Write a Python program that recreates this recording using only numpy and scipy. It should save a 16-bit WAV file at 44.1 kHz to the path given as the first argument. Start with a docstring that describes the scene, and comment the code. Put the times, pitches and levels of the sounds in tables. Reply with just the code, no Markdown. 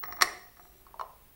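"""A sprung metal flap in a cast housing, worked with a screwdriver close to the microphone.
The blade scrapes, squeaks and ticks along the flap, then slips off, and the flap snaps shut in a quick
chatter of contacts with a brief ring. The shaft slides out with a faint hiss and the handled tool knocks
dully. A small quiet workshop answers. Underneath lie the rub of a hand on the housing, hiss, rumble,
a faint low drone and a thin electrical whine."""
import sys
import numpy as np
from scipy import signal
from scipy.fft import rfft, irfft, next_fast_len
from scipy.io import wavfile
from scipy.ndimage import map_coordinates

SR = 44100
rng = np.random.default_rng(int(sys.argv[2]) if len(sys.argv) > 2 else 0)


def output_pcm(signal):
    """Save a mono or channel-first signal as 16-bit PCM at the path in sys.argv[1].

    Samples are clipped to [-1, 1] before scaling.
    """
    pcm = np.clip(np.atleast_2d(signal).T, -1, 1) * 32767
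    wavfile.write(sys.argv[1], SR, np.round(pcm).astype(np.int16))


N = 59535

# Modes of flap and housing. Each row: frequency in Hz, clack gain in dB, clack T60 in seconds,
# gain of the lingering ring in dB.
FLAP_MODES = [(365, -26.5, 0.073, -51), (488, -24, 0.025, -54), (724, -26, 0.086, -46.5),
              (834, -16.5, 0.016, -55), (1101, -4.5, 0.016, -44.5), (1239.4, -5, 0.031, -36.5),
              (1759, -5.5, 0.021, -36), (1889, -4.5, 0.019, -31), (2052, -7, 0.027, -42),
              (2418, -22.5, .04, -39), (4080, -10, .018, -50), (4407, -12, 0.011, -53.5),
              (5566, -8.5, .025, -47), (5714, -7.5, .03, -43)]
# The blade's scrape. Each row: time in seconds, level in dB.
SCRAPE_LEVEL = [(0, -72), (.025, -50), (.06, -46.5), (.13, -45), (.2, -42), (.225, -70), (.5, -72),
                (.6, -68), (.75, -71), (.9, -66.5), (1.0, -79.5)]
# Its tone. Each row: frequency in Hz, relative gain in dB.
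SCRAPE_EQ = [(60, 6.5), (200, 3.5), (310, 10.5), (400, -1), (540, -4.5), (680, 15), (850, 11.5),
             (1100, -4.5), (1450, 3), (1900, -11.5), (3000, -8), (4300, -20.5), (5600, -21), (7000, -16.5)]
# The hand on the housing. Each row: time in seconds, level in dB.
RUB_LEVEL = [(0, -70), (.05, -60), (.2, -60.5), (.26, -66), (.4, -78.5)]
# Its tone. Each row: frequency in Hz, relative level in dB.
RUB_SPECTRUM = [(25, -0.5), (55, 4), (100, -3.5), (300, -4), (420, -14), (1000, -50)]
# The room's hiss and rumble. Each row: frequency in Hz, relative level in dB.
AIR_SPECTRUM = [(25, -1.5), (50, 4.5), (80, -7.5), (130, -8.5), (300, -15), (550, -16), (1100, -20),
                (2000, -21.5), (4000, -25.5), (7000, -29), (10000, -24), (15000, -18)]
# The low drone. Each row: time in seconds, level in dB.
DRONE_LEVEL = [(0, -72.5), (.6, -71), (.76, -70), (.95, -73), (1.2, -88)]
# The electrical whine. 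Each row: time in seconds, level in dB.
WHINE_LEVEL = [(0, -41), (.155, -45), (.23, -50), (.28, -61), (.38, -72), (.45, -53), (.53, -71), (.6, -61),
               (.95, -71), (1.35, -65)]
# Its drift. Each row: time in seconds, pitch in Hz.
WHINE_DRIFT = [(.155, 15624), (.18, 15735), (.95, 15707), (1.1, 15635)]
# The blade gripping. Each row: start in seconds, length in seconds, level in dB.
BLADE_SQUEAKS = [(0.031, .016, -54.5), (0.055, .012, -52), (0.109, .011, -54.5), (0.122, .007, -51.5),
                 (0.129, .008, -48.5), (0.155, .02, -56)]
# The flap's ticks and snap. Each row: start in seconds, gain in dB, treble cutoff in Hz,
# relative gain of the crack in dB.
FLAP_CONTACTS = [(.0358, -20.5, 1400, -12), (0.0555, -38, 3000, -20.5), (0.1232, -27.5, 2200, -12),
                 (0.1682, -33.5, 1500, -11.5), (0.207, -31, 1500, -15.5), (0.2111, -15, 3000, -5),
                 (0.2206, -6, 9000, -8), (.2233, -16.5, 7000, 1.5), (.2260, -24, 7000, 1.5),
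                 (0.569, -45, 1800, -7)]
# The noise of a hard contact. Each row: frequency in Hz, relative level in dB.
CRACK_SPECTRUM = [(300, -15), (1100, -6), (1900, -1), (2900, -3), (4200, -4), (5300, 3), (6500, -4.5),
                  (10000, -4), (12500, -5), (15000, -14)]
# The shaft sliding out. Each row: time in seconds, level in dB.
SLIDE_LEVEL = [(.5, -86), (.63, -67.5), (.72, -74.5), (.8, -69.5), (.88, -108)]
# Its resonances. Each row: centre in Hz, half-width in Hz, relative level in dB.
SLIDE_RESONANCES = [(4050, 250, -3), (5750, 160, 1.5), (7655, 200, -1.5)]
# The tool being handled. Each row: start in seconds, gain in dB, treble cutoff in Hz, pitch ratio.
TOOL_KNOCKS = [(0.866, -45.5, 5040, 1.03), (.941, -35.5, 900, .9), (.959, -46.5, 700, 0.66),
               (.9952, -26, 2200, 1.03), (1.0108, -23, 2200, 0.978), (1.025, -40.5, 800, 0.758),
               (1.040, -53, 1200, 0.91)]
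# Modes of its handle. Each row: frequency in Hz, gain in dB, T60 in seconds.
HANDLE_MODES = [(430, -23.5, .04), (660, -11, .025), (858, -8.5, 0.027), (1048, 1, 0.038),
                (1287, -1, 0.015), (1800, -21, .03), (2200, -25.5, 0.04), (2960, -21.5, 0.038),
                (3740, -21.5, 0.026), (4250, -17.5, 0.038)]
# Echoes off near surfaces. Each row: delay in seconds, gain in dB.
NEAR_ECHOES = [(.0045, -20.5), (.008, -18.5), (0.0144, -20.5), (0.0202, -25), (.037, -26.5)]
# The workshop's tail. Each row: frequency in Hz, T60 in seconds.
TAIL_DECAY = [(200, 0.55), (700, .48), (2000, 0.5), (5500, 0.57), (9000, 0.5), (15000, 0.24)]
# Its tone. Each row: frequency in Hz, gain in dB.
TAIL_EQ = [(150, 6.5), (380, 7), (700, 10), (1100, -3.5), (1500, -5.5), (1900, 0), (3000, -2), (4200, -9.5),
           (5200, -5), (6500, -8.5), (9500, -2), (14000, -6)]


def amp(db):
    """Decibels to gain."""
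    return 10 ** (np.asarray(db) / 20)


def unit(x):
    """Scale to rms 1."""
    return x / np.sqrt(np.mean(x ** 2) + 1e-20)


def along(points, hz):
    """Read (Hz, value) points on a log frequency axis."""
    freqs, values = np.transpose(points)
    return np.interp(np.log(hz + 1), np.log(freqs + 1), values)


def curve(points):
    """Join (seconds, value) points, one value a sample."""
    return np.interp(np.arange(N) / SR, *np.transpose(points))


def wobble(rate):
    """A smooth random curve, rate knots a second."""
    return map_coordinates(rng.standard_normal(int(N * rate / SR) + 4), [np.arange(N) * rate / SR])


def filtered(x, response):
    """Shape x with a gain that depends on frequency."""
    size = next_fast_len(N + SR // 2)
    return irfft(rfft(x, size) * response(np.fft.rfftfreq(size, 1 / SR)), size)[:N]


def noise(spectrum):
    """Coloured noise of rms 1."""
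    return unit(filtered(rng.standard_normal(N), lambda hz: amp(along(spectrum, hz))))


def band(centre_hz, half_width_hz):
    """Noise of rms 1 in one resonance."""
    white = rng.standard_normal(N)
    return unit(filtered(white, lambda hz: 1 / (1 + ((hz - centre_hz) / half_width_hz) ** 2)))


def fade(t60):
    """Exponential decay, 60 dB in t60 seconds."""
    return amp(-60 * np.arange(N) / SR / t60)


def ring(modes):
    """Damped sines of alternating sign from (Hz, dB, T60) rows."""
    t = np.arange(N) / SR
    return sum((-1) ** k * amp(db) * fade(t60) * np.sin(2 * np.pi * hz * t)
               for k, (hz, db, t60) in enumerate(modes))


def strike(sound, start, db, cutoff_hz):
    """Place a blow in time; a softer contact loses its treble."""
    lowpass = signal.butter(1, cutoff_hz, fs=SR, output="sos")
    return amp(db) * np.pad(signal.sosfilt(lowpass, sound), (round(start * SR), 0))[:N]


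def clack():
    """The flap's fast, well damped answer to a tap."""
    return ring([(hz, db, t60) for hz, db, t60, _ in FLAP_MODES])


def blade_scrape(slips_per_s=900, spread_db=12.5):
    """Tiny random slips of the blade each excite the flap."""
    slips = (rng.random(N) < slips_per_s / SR) * amp(spread_db * rng.standard_normal(N))
    metal = signal.fftconvolve(slips - slips.mean(), clack())[:N]
    scrape = filtered(metal, lambda hz: amp(along(SCRAPE_EQ, hz)))
    return unit(scrape) * amp(curve(SCRAPE_LEVEL))


def hand_rub():
    """The hand rubs the housing, soft and low, while the blade is worked."""
    return noise(RUB_SPECTRUM) * amp(curve(RUB_LEVEL))


def room_tone(air_db=-58):
    """Steady hiss and rumble with a faint low drone."""
    drone = amp(curve(DRONE_LEVEL)) * band(centre_hz=375, half_width_hz=30)
    return amp(air_db) * noise(AIR_SPECTRUM) + drone


def electrical_whine(waver_hz=5, waver_db=2):
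    """One thin, very high tone, wavering in pitch and level."""
    pitch_hz = curve(WHINE_DRIFT) + waver_hz * wobble(100)
    level_db = curve(WHINE_LEVEL) + waver_db * wobble(70)
    return amp(level_db) * unit(np.sin(2 * np.pi * np.cumsum(pitch_hz) / SR))


def blade_squeaks(mode_hz=5600, waver_hz=70):
    """Where the blade grips, it sings briefly on one high mode."""
    t = np.arange(N) / SR
    swells = sum(amp(db) * np.sin(np.pi * np.clip((t - start) / length, 0, 1))
                 for start, length, db in BLADE_SQUEAKS)
    pitch_hz = mode_hz + waver_hz * wobble(170)
    return swells * unit(np.sin(2 * np.pi * np.cumsum(pitch_hz) / SR))


def flap_contacts(ring_gain_db=-7.5, ring_t60=0.37, crack_t60=0.024):
    """Each contact gives a clack, a short crack and the housing's weaker, longer ring."""
    housing = ring([(hz, db, ring_t60) for hz, _, _, db in FLAP_MODES])
    body = clack() + amp(ring_gain_db) * housing
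    contacts = np.zeros(N)
    for start, db, cutoff_hz, crack_db in FLAP_CONTACTS:
        crack = amp(crack_db) * noise(CRACK_SPECTRUM) * fade(crack_t60)
        contacts += strike(body + crack, start, db, cutoff_hz)
    return contacts


def shaft_slide():
    """The shaft hisses faintly in narrow bands as it is drawn out."""
    hiss = sum(amp(db) * band(hz, half_width) for hz, half_width, db in SLIDE_RESONANCES)
    return unit(hiss) * amp(curve(SLIDE_LEVEL))


def tool_knocks(attack_s=0.0007, tick_gain_db=-15.5, tick_t60=0.02):
    """Dull knocks of the handle, each with a faint tick; the grip shifts their pitch."""
    onset = 1 - np.exp(-np.arange(N) / SR / attack_s)
    knocks = np.zeros(N)
    for start, db, cutoff_hz, ratio in TOOL_KNOCKS:
        body = onset * ring([(hz * ratio, mode_db, t60) for hz, mode_db, t60 in HANDLE_MODES])
        tick = amp(tick_gain_db) * noise(CRACK_SPECTRUM) * fade(tick_t60)
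        knocks += strike(body + tick, start, db, cutoff_hz)
    return knocks


def workshop(direct, tail_gain_db=-9.5, build_up_s=0.008):
    """The direct sound reaches the microphone first, then near echoes and a diffuse tail."""
    freqs, times, spectra = signal.stft(rng.standard_normal(N), SR, nperseg=256)
    decay = amp(-60 * times / along(TAIL_DECAY, freqs)[:, None])
    tail = signal.istft(spectra * decay, SR, nperseg=256)[1][:N]
    tail = filtered(tail / np.linalg.norm(tail), lambda hz: amp(along(TAIL_EQ, hz)))
    tail *= np.minimum(np.arange(N) / SR / build_up_s, 1) ** 2
    echoes = sum(amp(db) * np.pad(direct, (round(delay * SR), 0))[:N] for delay, db in NEAR_ECHOES)
    return direct + echoes + amp(tail_gain_db) * signal.fftconvolve(direct, tail)[:N]


def scene():
    """Flap and tool close by in the workshop, over its room tone, in mono."""
    metal = workshop(flap_contacts() + blade_scrape() + shaft_slide() + blade_squeaks())
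    handling = workshop(tool_knocks()) + hand_rub()
    return (metal + handling + electrical_whine() + room_tone())[None]


def record(dry, top_hz=16000):
    """The microphone keeps nothing above its band limit."""
    return filtered(dry[0], lambda hz: 1 / np.sqrt(1 + (hz / top_hz) ** 200))[None]


dry = scene()
out = record(dry)
output_pcm(out)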